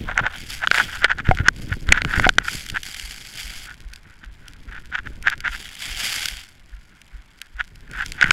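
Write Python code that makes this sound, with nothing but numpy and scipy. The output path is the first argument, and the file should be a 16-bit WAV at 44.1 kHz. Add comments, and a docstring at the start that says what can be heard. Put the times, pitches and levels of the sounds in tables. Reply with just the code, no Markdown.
"""Hissing, crackling spray rises with each turn of a skier in deep powder, heard at a chest camera.
The jacket rubs on the camera case; buckle and zip knock on it, hard enough to overload the microphone.
Crumbs of snow tick on the case, bumps thump through the strap and wind rumbles.
From about 3 s a fast soft thud, likely the heartbeat, runs underneath."""
import sys
import numpy as np
from scipy import signal
from scipy.fft import rfft, irfft
from scipy.io import wavfile

SR = 44100
rng = np.random.default_rng(int(sys.argv[2]) if len(sys.argv) > 2 else 0)


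def store_wav(level_fs):
    """Save 16-bit WAV to argv[1]."""
    pcm = np.round(np.clip(np.atleast_2d(level_fs), -1, 1) * 32767)
    wavfile.write(sys.argv[1], SR, pcm.T.astype(np.int16))


N = 366912
TIME = np.arange(N) / SR

# Jacket strokes over the case. Each row: time of peak in seconds, length in seconds, level in dB.
RUB_STROKES = [(0.114, 0.075, -30), (0.195, 0.054, -22), (0.266, 0.048, -19.5), (0.342, 0.099, -40.5),
               (0.639, 0.056, -24.5), (0.8, 0.09, -17), (0.951, 0.13, -34), (1.048, 0.053, -14),
               (1.116, 0.05, -19.5), (1.202, 0.054, -32), (1.289, 0.056, -24.5), (1.40, 0.084, -32),
               (1.474, 0.054, -27.5), (1.727, 0.053, -28.5), (1.977, 0.14, -25), (2.164, 0.13, -22.5),
               (2.253, 0.047, -16), (2.448, 0.12, -38), (2.484, 0.017, -23), (2.77, 0.043, -24),
               (3.712, 0.091, -41), (4.24, 0.027, -43), (4.479, 0.088, -51.5), (4.764, 0.14, -39.5),
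               (4.953, 0.044, -23), (4.989, 0.038, -29), (5.072, 0.042, -33), (5.282, 0.048, -17),
               (5.328, 0.059, -27.5), (5.479, 0.069, -22.5), (5.549, 0.047, -32), (7.609, 0.034, -25.5),
               (8.009, .13, -27), (8.227, 0.022, -14.5), (8.273, 0.17, -29)]
# Spectrum of cloth slipping on the case. Each row: frequency in Hz, gain in dB.
RUB_SPECTRUM = [(500, -38), (800, -14), (1150, -14.5), (1450, 6.5), (1700, 3), (2100, -4.5), (2500, -9.5),
                (3500, -15), (4100, -26.5), (7000, -33), (10000, -58)]
# Spectrum of snow hitting the case. Each row: frequency in Hz, gain in dB.
CRUMB_SPECTRUM = [(1000, -25), (1550, 4), (2300, 4), (3200, 4.5), (4000, 0.5), (4700, 1), (7000, -5),
                  (11000, -10), (15000, -20)]
# Bumps through the strap. Each row: start in seconds, peak in dB, pitch in Hz.
BUMPS = [(0.212, -20, 130), (1.29, -2.5, 121), (1.404, -8, 91), (1.718, -12, 90), (1.89, -8.5, 60.4),
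         (2.052, -16, 164), (2.177, -8.5, 77.5), (2.266, -10.5, 204.6), (2.55, -21.5, 150),
         (2.725, -22, 110), (8.243, -14.5, 153)]


def spray():
    """Powder hisses on skis and case and crunches as it packs; more flying snow, denser grains."""
    # Each row: frequency in Hz, gain in dB.
    hiss_spectrum = [(300, -17.5), (1120, -20.5), (1520, -0.5), (1900, -9), (2150, 1.5), (2500, -12.5),
                     (2950, -8.5), (4000, -5.5), (4650, 2.5), (5900, -8), (7100, -4.5), (9800, -14.5),
                     (10900, -6.5), (15000, -26.5)]
    crunch_spectrum = [(400, -25), (780, -7.5), (1000, -15), (1500, -5.5), (2200, 1.5), (2700, 0.5),
                       (3300, 5), (4100, -6.5), (9000, -23)]
    # How hard the skis pack the snow. Each row: time in seconds, crunch in dB relative to snow_db.
    packing = [(0, 24.5), (.55, 3), (.9, 8), (2.55, -1), (3.1, 0.5), (3.5, 3), (5.6, 8), (6.0, 3.5),
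               (6.4, 4.5)]
    snow_db = thrown_snow_db()
    grains_per_s = np.clip(1800 * undb(snow_db + 40), 450, 6000)
    dust = crackle(grains_per_s)
    hiss = unit(colour(dust, hiss_spectrum)) * undb(3.0 + 1.5 * walk(40))
    crunch = unit(colour(dust + crackle(grains_per_s / 2), crunch_spectrum))
    crunch *= undb(curve(packing) + 1.12 * walk(60))
    return (hiss + crunch) * undb(snow_db)


def thrown_snow_db():
    """Level of flying snow: builds fast, sags while the ski is loaded, then settles."""
    # Skis press into powder, a few times a turn. Each row: start in seconds, length in seconds, level in dB.
    presses = [(0.345, 0.1, -48), (0.513, 0.027, -39), (0.748, 0.057, -36.5), (0.861, 0.11, -48),
               (1.273, 0.092, -56), (1.584, 0.62, -51.5), (2.12, 0.16, -45), (2.485, 0.11, -36),
               (2.661, 0.13, -47), (2.857, 0.51, -40.5), (3.366, 0.27, -41), (5.521, 0.22, -46.5),
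               (5.821, 0.28, -38), (6.01, 0.23, -32), (6.281, 0.11, -41.5), (7.967, 0.18, -53.5),
               (8.29, .05, -45.5)]
    build_db_per_s, sag_db_per_s, settle_db_per_s = 328, 18.5, 145.5
    power = undb(-68.5) ** 2  # a trace of snow always flies
    for start_s, length_s, db in presses:
        age_s = TIME - start_s
        drop_db = (build_db_per_s * np.maximum(-age_s, 0)
                   + sag_db_per_s * np.maximum(age_s, 0)
                   + settle_db_per_s * np.maximum(age_s - length_s, 0))
        power = power + undb(db - np.minimum(drop_db, 100)) ** 2
    return 10 * np.log10(power)


def crackle(grains_per_s, crumble_s=0.0007):
    """Snow grains hit and crumble into brief noise; loudness stays even as the rate changes."""
    impacts = unit(grains(grains_per_s, spread_db=4, most=3.5) / np.sqrt(grains_per_s))
    energy = signal.lfilter([1], [1, -np.exp(-1 / (crumble_s * SR))], impacts ** 2)
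    crumbling = unit(np.sqrt(energy + 1e-18))
    return unit(.5 * impacts + crumbling * rng.standard_normal(N))


def jacket(rise_share=0.68):
    """Cloth sticks and slips on the case, lightly all the time and hard in short strokes."""
    # Hollow note of slack cloth. Each row: time in seconds, level in dB relative to the rub.
    slack = [(0, -4.5), (1.1, -20), (2.5, -25)]
    cloth_mode = [(824, 770, 0)]  # centre in Hz, width in Hz, gain in dB
    pressure = undb(-61 + 5 * np.minimum(walk(26), 2))
    for peak_s, length_s, db in RUB_STROKES:
        pressure += undb(db) * swell(peak_s, rise_share * length_s, (1 - rise_share) * length_s)
    slips = grains(800, spread_db=1.5) + .35 * rng.standard_normal(N)
    grip = undb(5.5 * np.tanh(walk(130)))
    hollow = unit(ring(ring(slips, cloth_mode), cloth_mode)) * undb(curve(slack))
    return (unit(colour(slips, RUB_SPECTRUM)) - hollow) * grip * pressure


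def snaps(above_rub_db=15.5, size=900):
    """At the height of each rub the cloth lets go with one big slip."""
    out = np.zeros(N)
    slip = colour(signal.unit_impulse(size), RUB_SPECTRUM)
    for peak_s, _, db in RUB_STROKES:
        add(out, peak_s, peak(slip, db + above_rub_db))
    return out


def knocks(size=1500):
    """Buckle and zip hit the case; harder blows scrape longer, then the pressing buckle damps the ring."""
    # Each row: start in seconds, peak in dB.
    blows = [(0.1771, 2), (0.673, 0.5), (0.7135, 3.5), (0.7443, -3.5), (0.7511, -5), (0.7768, -9.5),
             (0.7836, -4), (1.044, 6.5), (1.1847, -15.5), (1.2003, -14), (1.3729, -15), (1.3871, -11),
             (1.4839, 10.5), (1.8897, -6.5), (1.9222, 19), (2.0187, -5.5), (2.049, -5.5), (2.1976, 1),
             (2.2912, 8.5), (2.3835, 9), (8.213, -1), (8.222, -18), (8.242, -1), (8.3075, 9.5)]
    # Each row: centre in Hz, width in Hz, gain in dB.
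    case_modes = [(744, 240, -18.5), (1540, 130, 6.5), (1988, 390, 2), (2875, 400, -7), (4285, 69, -13),
                  (6460, 800, -16)]
    out, t = np.zeros(N), np.arange(size) / SR
    for start_s, db in blows:
        contact_s = min(0.00036 + 0.0007 * undb(db), .003)
        force = 0.28 * rng.standard_normal(size) * np.exp(-(t / contact_s) ** 4)
        force[0] += 1
        ringing = cut(ring(force, case_modes), 3800, "low")
        smother = np.exp(-(t / (contact_s + .0035)) ** 4)
        add(out, start_s, peak(ringing * smother, db))
    return out


def clacks(attack_s=0.00031, size=4000):
    """Hollow clacks, likely ski on ski: a padded blow leaves a brief ring."""
    # Each row: start in seconds, peak in dB.
    blows = [(1.312, 0), (2.267, -2.5)]
    # Each row: centre in Hz, width in Hz, gain in dB.
    ski_modes = [(746, 49, -13), (845, 380, -7), (1404, 180, -12.5), (2120, 120, -17)]
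    out, t = np.zeros(N), np.arange(size) / SR
    tone = sum(undb(db) * np.sin(2 * np.pi * hz * t) * np.exp(-np.pi * width_hz * t)
               for hz, width_hz, db in ski_modes)
    clack = tone * (1 - np.exp(-t / attack_s))
    for start_s, db in blows:
        add(out, start_s, peak(clack, db))
    return out


def jolts(size=4000):
    """The strap takes each bump as one heavily damped swing."""
    out, t = np.zeros(N), np.arange(size) / SR
    for start_s, db, hz in BUMPS:
        swing = np.sin(2 * np.pi * hz * t) * np.exp(-1.9 * hz * t)
        add(out, start_s, peak(swing, db))
    return out


def crumbs(decay_s=0.0016, size=900):
    """Single snow crumbs tick on the case and break into dust."""
    # Each row: start in seconds, peak in dB.
    hits = [(1.349, -22.5), (2.664, -19.5), (2.6882, -18.5), (2.6995, -15), (2.832, -16.5), (2.9448, -16),
            (2.9972, -14.5), (3.2102, -29), (3.9354, -22), (3.9596, -25), (4.482, -26), (5.226, -25),
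            (5.2996, -15), (5.405, -18), (6.257, -7.5), (6.2852, -8.5), (7.0165, -29.5), (7.416, -18),
            (7.7578, -32), (7.9132, -28.5), (8.0616, -13.5), (8.1202, -15.5)]
    out, t = np.zeros(N), np.arange(size) / SR
    for start_s, db in hits:
        force = 0.52 * rng.standard_normal(size) * np.exp(-t / decay_s)
        force[0] += 1
        add(out, start_s, peak(colour(force, CRUMB_SPECTRUM), db))
    return out


def wind():
    """Eddies rumble on the case and cloth flutters in soft flaps; each bump adds a buffet."""
    # Air on the case. Each row: time in seconds, level in dB.
    airflow = [(0.0, -33.5), (0.14, -42), (0.28, -47), (0.97, -41), (1.25, -41.5), (2.2, -38.5),
               (3.01, -54.5), (3.54, -50), (4.08, -55), (4.96, -46), (5.42, -43), (5.63, -51.5),
               (6.14, -47.5), (6.46, -58.5), (7.46, -58.5), (8.2, -43), (8.32, -38)]
    # Each row: frequency in Hz, gain in dB.
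    wind_spectrum = [(22, 8.5), (100, -3.5), (300, -14), (600, -27.5), (1500, -56)]
    breeze_db, flutter_growth = -47.5, 0.093  # flutter grows faster than the flow
    eddies = colour(rng.standard_normal(N), wind_spectrum, size=8192)
    flicks = grains(120, spread_db=-1.0, most=4.0) + .5 * rng.standard_normal(N)
    flaps = colour(flicks, wind_spectrum, size=8192)
    buffets = sum(undb(db - 22.5) * swell(start_s + 0.014, rise_s=0.029, fall_s=0.049)
                  for start_s, db, _ in BUMPS)
    flow_db = 20 * np.log10(undb(curve(airflow)) + buffets)
    flutter_db = flow_db - 2.5 + flutter_growth * (flow_db - breeze_db)
    rumble = unit(cut(eddies, 120, "low")) * undb(flow_db + 7 + 2 * walk(19))
    flutter = unit(cut(flaps, 100, "high")) * undb(flutter_db + 6.2 * np.tanh(walk(30)))
    return rumble + flutter


def heart(first_s=3.049, period_s=0.4103, pitch_hz=42, size=8000):
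    """Likely the heartbeat through the strap: a dull thud, a weaker one just after."""
    out, t = np.zeros(N), (np.arange(size) - size / 2) / SR
    thud = np.cos(2 * np.pi * pitch_hz * t) * np.exp(-(t / 0.014) ** 2)
    for beat_s in np.arange(first_s, N / SR, period_s):
        add(out, beat_s + t[0], peak(thud, db=-27.5))
        add(out, beat_s + t[0] + 0.0425, peak(thud, db=-33.5))
    return out


def glide():
    """Ski bases rush softly; flurries of flakes patter on the case."""
    # Each row: frequency in Hz, gain in dB.
    rush_spectrum = [(200, 0.5), (450, -12), (1050, -7), (1550, -12), (2200, -5), (3400, -23.5),
                     (4050, -16), (4690, -33.5), (7200, -30.5), (15000, -47.5)]
    rush = unit(colour(rng.standard_normal(N), rush_spectrum)) * undb(-58.0 + 2 * walk(3.5))
    flurries = undb(5 * np.minimum(walk(7), 1))
    flakes = grains(32, spread_db=4.5, most=3) * flurries
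    return rush + unit(colour(flakes, CRUMB_SPECTRUM)) * undb(-60.5)


def undb(db):
    """Decibels to gain."""
    return 10 ** (np.asarray(db) / 20)


def unit(x):
    """Scale to rms 1."""
    return x / np.sqrt(np.mean(x ** 2))


def peak(x, db):
    """Scale to a peak level."""
    return x * undb(db) / np.abs(x).max()


def curve(points):
    """Join (seconds, value) points by straight lines."""
    times_s, values = np.transpose(points)
    return np.interp(TIME, times_s, values)


def swell(peak_s, rise_s, fall_s):
    """Smooth hump, 1 at peak_s."""
    return np.exp(-2 * ((TIME - peak_s) / np.where(TIME < peak_s, rise_s, fall_s)) ** 2)


def add(out, start_s, x):
    """Mix in a short sound."""
    i = int(np.clip(start_s * SR, 0, N - 1))
    out[i:i + len(x)] += x[:N - i]


def walk(rate_hz):
    """Random levels joined by lines, spread near 1."""
    levels = rng.standard_normal(N // 20)
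    return np.sqrt(3 / 2) * np.interp(TIME * rate_hz, np.arange(len(levels)), levels)


def grains(rate_per_s, spread_db, most=5.4):
    """Random tiny impacts, rms 1; their levels span most * spread_db."""
    strength = undb(spread_db * np.minimum(rng.exponential(size=N), most))
    return unit((rng.random(N) < rate_per_s / SR) * strength * rng.choice([-1, 1], N))


def cut(x, hz, kind):
    """Second-order low-pass or high-pass."""
    return signal.sosfilt(signal.butter(2, hz, kind, fs=SR, output="sos"), x)


def colour(x, points, size=1024):
    """Minimum-phase filter whose gain follows (Hz, dB) points."""
    hz, db = np.transpose(points)
    bins_hz = np.maximum(np.arange(size // 2 + 1) * SR / size, 1)
    gain = undb(np.interp(np.log(bins_hz), np.log(hz), db))
    cepstrum = irfft(np.log(gain))
    cepstrum[1:size // 2] *= 2
    cepstrum[size // 2 + 1:] = 0
    return signal.fftconvolve(x, irfft(np.exp(rfft(cepstrum))))[:len(x)]


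def ring(x, modes):
    """Drive a body's resonant modes."""
    return sum(undb(db) * signal.lfilter(*signal.iirpeak(hz, hz / width_hz, fs=SR), x)
               for hz, width_hz, db in modes)


def scene():
    """Snow, case noises, body and wind at one microphone."""
    mix = spray() + glide() + jacket() + snaps() + knocks() + crumbs()
    return (mix + clacks() + jolts() + heart() + wind())[None]


def record(dry):
    """The hardest knocks overload the microphone, which shaves their peaks; the top is cut."""
    limit, overload_band_hz, top_hz = 0.88, 9000, 15500
    excess = dry - np.clip(dry, -limit, limit)
    shaved = dry - signal.sosfiltfilt(signal.butter(4, overload_band_hz, fs=SR, output="sos"), excess)
    return signal.sosfiltfilt(signal.ellip(6, .1, 50, top_hz, fs=SR, output="sos"), shaved)


dry = scene()
out = record(dry)
store_wav(out)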